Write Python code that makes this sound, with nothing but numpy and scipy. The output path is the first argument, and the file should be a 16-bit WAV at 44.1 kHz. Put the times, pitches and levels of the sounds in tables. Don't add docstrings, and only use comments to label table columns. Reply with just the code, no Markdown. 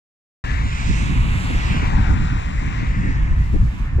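import sys
import numpy as np
from scipy import signal
from scipy.fft import rfft, irfft
from scipy.io import wavfile
from scipy.ndimage import uniform_filter1d

SR = 44100
rng = np.random.default_rng(int(sys.argv[2]) if len(sys.argv) > 2 else 0)


def generate_wav(signal):
    frames = np.transpose(np.atleast_2d(signal))
    scaled = np.clip(frames, -1, 1) * 32767
    pcm = np.round(scaled).astype(np.int16)
    wavfile.write(sys.argv[1], SR, pcm)


N = 176400
TIME = np.arange(N) / SR


def undb(db):
    return 10 ** (np.asarray(db) / 20)


def curve(table, t, column=1):
    rows = np.array(table)
    return np.interp(t, rows[:, 0], rows[:, column])


def colour(table, hz, column=1):
    rows = np.array(table)
    return np.interp(np.log(hz + 1), np.log(rows[:, 0]), rows[:, column])


def rise(hz, low_hz, high_hz):
    return np.clip(np.log((hz + 1) / low_hz) / np.log(high_hz / low_hz), 0, 1)


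def bell(x, centre, width):
    return np.exp(-((x - centre) / width) ** 2)


def band(hz, centre_hz, octaves):
    return bell(np.log2(hz + 1), np.log2(centre_hz), octaves)


def moving_band(table, t, hz, octaves):
    return curve(table, t, column=2) * band(hz, curve(table, t), octaves)


def wander(rate_hz):
    hold = max(int(SR / rate_hz), 2)
    steps = np.repeat(rng.standard_normal(N // hold + 1), hold)
    path = uniform_filter1d(uniform_filter1d(steps, hold), hold)[:N]
    return path / path.std()


def pan(db):
    return undb(np.array([[db], [-db]]) / 2)


def stereo_noise(spectrum, incoherence):
    hz = np.arange(N // 2 + 1) * SR / N
    rolloff = 1 / np.maximum(hz / spectrum[-1][0], 1) ** 2
    noise = irfft(rfft(rng.standard_normal((3, N))) * undb(colour(spectrum, hz)) * rolloff, N)
    noise = noise / noise.std(axis=1, keepdims=True)
    own = np.clip(incoherence, 0, 1)
    return np.sqrt(1 - own) * noise[0] + np.sqrt(own) * noise[1:]


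def steadied(noise, seconds):
    return noise / np.sqrt(uniform_filter1d(np.mean(noise ** 2, axis=0), int(seconds * SR)))


# (time [s], level [dB])
SLEEVE_ENVELOPE = [(3.2, -74), (3.42, -57.5), (3.54, -57), (3.8, -57), (3.86, -59.5), (3.92, -69)]
# (frequency [Hz], relative density [dB])
SLEEVE_SPECTRUM = [(1500, -18), (4000, 3.5), (7500, 3), (9000, -4.5), (12000, -7), (15000, -11)]


def sleeve():
    catches_db = 1.5 * (wander(400) + wander(38)) / np.sqrt(2)
    fade_in = np.clip((TIME - SLEEVE_ENVELOPE[0][0]) * 20, 0, 1)
    envelope = fade_in * undb(curve(SLEEVE_ENVELOPE, TIME) + catches_db)
    return stereo_noise(SLEEVE_SPECTRUM, incoherence=1) * envelope * pan(db=-6.5)


# (frequency [Hz], relative density [dB])
RUMBLE_SPECTRUM = [(12, -11.5), (25, 0), (40, -3), (57, 1), (80, -5.5), (110, -8), (150, -15.5), (300, -46)]
FLUTTER_SPECTRUM = [(70, -38), (120, 5), (160, 0.5), (200, -1.5), (260, -8), (330, -14.5), (450, -42.5),
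                    (900, -63)]
# (time [s], relative level [dB])
RUMBLE_ENVELOPE = [(.45, -25), (.65, -18), (.72, -22.5), (1, -20.5), (1.26, -16), (1.36, -21), (1.6, -20),
                   (1.88, -20.5), (2.02, -14.5), (2.2, -18.5), (2.45, -23), (2.72, -24.5), (2.86, -20.5),
                   (3.1, -21), (3.25, -21.5), (3.5, -22.5), (3.63, -15), (3.75, -30), (3.82, -22),
                   (3.9, -23.5), (4, -14.5)]
FLUTTER_ENVELOPE = [(.45, -34), (.75, -35.5), (.98, -25.5), (1.25, -27.5), (1.36, -27), (1.6, -34),
                    (1.72, -27.5), (1.82, -31.5), (2.02, -25), (2.22, -29.5), (2.45, -32), (2.8, -35.5),
                    (2.95, -33), (3.13, -29.5), (3.28, -36), (3.5, -28.5), (3.64, -37), (3.75, -34.5),
                    (3.95, -34.5)]


def wind():
    rumble = steadied(stereo_noise(RUMBLE_SPECTRUM, incoherence=0.039), seconds=0.12)
    rumble_db = curve(RUMBLE_ENVELOPE, TIME) + 1.5 + 2 * wander(20)
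    flutter = steadied(stereo_noise(FLUTTER_SPECTRUM, incoherence=0.58), seconds=0.063)
    flutter_db = curve(FLUTTER_ENVELOPE, TIME) + 2 + 3.5 * wander(40)
    return rumble * undb(rumble_db) + flutter * undb(flutter_db)


# (time [s], half-width [s], level [dB], left minus right [dB], centre [Hz])
EDDIES = [(0.903, 0.022, -13, -4.5, 120), (1.233, 0.047, -25, -5, 99), (1.506, 0.012, -21.5, -4.5, 265),
          (1.549, 0.0085, -22, -3.5, 266), (1.833, 0.011, -18, -7, 236), (1.942, 0.027, -19, 4, 141),
          (2.116, .022, -18, -5.5, 213), (3.075, 0.048, -22, 5.5, 196), (3.319, 0.015, -10, 0, 41),
          (3.551, 0.017, -15, 4, 210), (3.631, 0.019, -17, -4.5, 130), (3.995, 0.012, -17.5, 4, 277)]
# (frequency / centre [ratio], relative density [dB])
EDDY_SPECTRUM = [(.2, 1.5), (.55, -6.5), (1, -3), (1.5, -6.5), (2.1, -20.5), (3.2, -33.5), (7, -58),
                 (18, -73)]


def buffets():
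    thumps = 0
    for at, width_s, db, side_db, centre_hz in EDDIES:
        spectrum = [(ratio * centre_hz, level) for ratio, level in EDDY_SPECTRUM]
        noise = stereo_noise(spectrum, incoherence=0.94 * centre_hz / 224)
        thumps = thumps + undb(db) * pan(side_db) * bell(TIME, at, width_s) * steadied(noise, width_s)
    return thumps


# (time [s], upper-mid gain [dB], treble gain [dB])
PORT_EXPOSURE = [(.45, -6.5, -1), (.55, -11, -9), (.68, 0.7, 10), (.8, 5, 14.5), (1, 5.5, 15),
                 (1.25, 4.5, 4.5), (1.5, 2, 4.5), (1.7, 4.5, 4), (1.86, -4, -1), (2, -10, -3),
                 (2.3, -6, 3.5), (2.45, -5.5, -2), (2.75, -5, -5), (3, -0.5, -3.5), (3.25, 3, -2.5),
                 (3.6, -1, -4), (3.8, 5.5, -8), (4, 0.5, 3.5)]
# (time [s], centre [Hz], depth [dB])
BODY_NOTCH = [(1, 5160, 7), (1.3, 5740, 6), (1.65, 6950, 2.5), (1.9, 7000, 5.5), (2.6, 3700, 4.5),
              (2.85, 3640, 14), (3.25, 3080, 7.5), (3.5, 3000, 1.5)]


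def body_shadow(t, hz):
    treble = rise(hz, 3450, 5100)
    facing_db = (1 - treble) * curve(PORT_EXPOSURE, t) + treble * curve(PORT_EXPOSURE, t, column=2)
    top_taper = 1 - 0.79 * rise(hz, 8000, 11000)
    return rise(hz, 900, 2000) * facing_db * top_taper - moving_band(BODY_NOTCH, t, hz, octaves=0.35)


# (time [s], lag of the right port [ms])
ARRIVAL_LAG = [(0.45, 0.485), (0.85, 0.38), (1.1, 0.32), (1.35, 0.285), (1.52, 0.29), (1.8, 0.42),
               (1.98, 0.52), (2.1, 0.541), (2.75, 0.524), (2.92, 0.4), (3.2, 0.33), (3.55, 0.31), (4, 0.12)]
# (time [s], share of the power at low frequencies [0-1])
DIFFUSE_SHARE = [(.45, 0.14), (1.3, 0.34), (1.75, 0.29), (2.4, 0.15), (3.1, 0.37), (3.7, 0.6)]


def street_field(noise, t, hz):
    scatter_hz, widening_hz, widening_s = 8600, 702, 0.00045
    direct_share = np.clip(1 - curve(DIFFUSE_SHARE, t), 0, 1) / (1 + (hz / scatter_hz) ** 3)
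    direct = np.sqrt(direct_share) * noise[0]
    diffuse = np.sqrt(1 - direct_share) * noise[1:]
    lag_s = curve(ARRIVAL_LAG, t) / 1000 + widening_s / (1 + (hz / widening_hz) ** 6)
    return direct + diffuse[0], direct * np.exp(-2j * np.pi * hz * lag_s) + diffuse[1]


# (time [s], roar gain [dB], hiss gain [dB])
TYRE_ENVELOPE = [(.45, 6.5, 4), (.55, 1.3, 4.5), (.68, 0, 1), (.8, -0.3, 1), (1, 1.9, 1.5),
                 (1.25, 1.5, -0.5), (1.5, 2.1, 3), (1.7, 4, 4), (1.86, 5, 4.5), (2, 4.5, 3.5),
                 (2.3, 1.5, 1.6), (2.45, 0.5, -0.3), (2.75, 1.5, 2), (3, -0.5, -1.6), (3.25, -2.5, -5),
                 (3.6, -7.5, -12), (3.8, -6.5, -10.5), (4, -8.6, -15)]
# (time [s], centre [Hz], gain [dB])
GLIDING_PEAK = [(.45, 1843, 4.5), (.62, 1950, 4), (.9, 2220, 0), (1.2, 2320, 1), (1.6, 2600, -2),
                (1.85, 1910, 0.5), (2.05, 1460, 9.5), (2.3, 1440, 5.5), (2.45, 1850, -2.5),
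                (2.6, 1970, 5.5), (2.85, 1900, 2.5), (3.1, 1820, 10), (3.45, 1900, 8), (3.65, 1900, 8),
                (4, 1850, 10)]
# (time [s], centre [Hz], gain [dB])
WHINE_BAND = [(.45, 1700, 15), (.56, 1720, 5), (.68, 1880, -6), (2.5, 1930, 6.5), (2.62, 1910, -1.5),
              (2.92, 1990, 2.5), (3.07, 1970, 4.5), (3.28, 1960, -8), (3.45, 2060, 6), (3.62, 1940, -14)]


def tyres(t, hz):
    hiss = rise(hz, 1220, 2200)
    db = (1 - hiss) * curve(TYRE_ENVELOPE, t) + hiss * curve(TYRE_ENVELOPE, t, column=2)
    swell_db, flicker_db = 0.61, 1.14
    db += swell_db * np.interp(t, TIME, wander(8.97))
    for centre_hz in np.geomspace(500, 8000, 9):
        triangle = np.maximum(1 - 2 * abs(np.log2((hz + 1) / centre_hz)), 0)
        db += flicker_db * triangle * np.interp(t, TIME, wander(21.89))
    db += moving_band(GLIDING_PEAK, t, hz, octaves=0.19)
    db += moving_band(WHINE_BAND, t, hz, octaves=0.06)
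    db += 9 * bell(t, 2.04, 0.29) * band(hz, 840, octaves=0.19)
    db += 13 * bell(t, 1.33, 0.35) * band(hz, 10500, octaves=0.55)
    return db


# (frequency [Hz], left density [dB/Hz], right density [dB/Hz])
ROAD_SPECTRUM = [(473, -69.5, -70), (710, -68.5, -77), (890, -66, -70), (986, -62.5, -69),
                 (1260, -67.5, -68.5), (1620, -68, -70.5), (2260, -67, -67), (2700, -71, -68.5),
                 (3160, -80, -75.5), (3810, -78.5, -77.5), (4200, -83.5, -81.5), (6340, -85.5, -88.5),
                 (7470, -84, -91), (8100, -92.5, -98.5), (10500, -110, -107), (15000, -112, -112)]


def traffic():
    frames = dict(fs=SR, nperseg=512, noverlap=384)
    hz, t, noise = signal.stft(rng.standard_normal((3, N)), **frames)
    hz = hz[:, None]
    tyre_db = tyres(t, hz)
    left, right = street_field(noise, t, hz)
    left *= undb(tyre_db + colour(ROAD_SPECTRUM, hz))
    right *= undb(tyre_db + colour(ROAD_SPECTRUM, hz, column=2) + body_shadow(t, hz))
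    _, ports = signal.istft(np.array([left, right]), **frames)
    return np.sqrt(SR / 2) * ports[:, :N]


def scene():
    return traffic() + wind() + buffets() + sleeve()


def record(dry):
    start_s, ramp_s, low_hz, top_hz = 0.4392, 0.0012, 12, 15200
    gate = np.clip((TIME - start_s) / ramp_s, 0, 1)
    highpass = signal.butter(2, low_hz, "highpass", fs=SR, output="sos")
    lowpass = signal.ellip(10, 0.1, 80, top_hz, fs=SR, output="sos")
    return signal.sosfilt(lowpass, signal.sosfilt(highpass, dry) * gate)


dry = scene()
out = record(dry)
generate_wav(out)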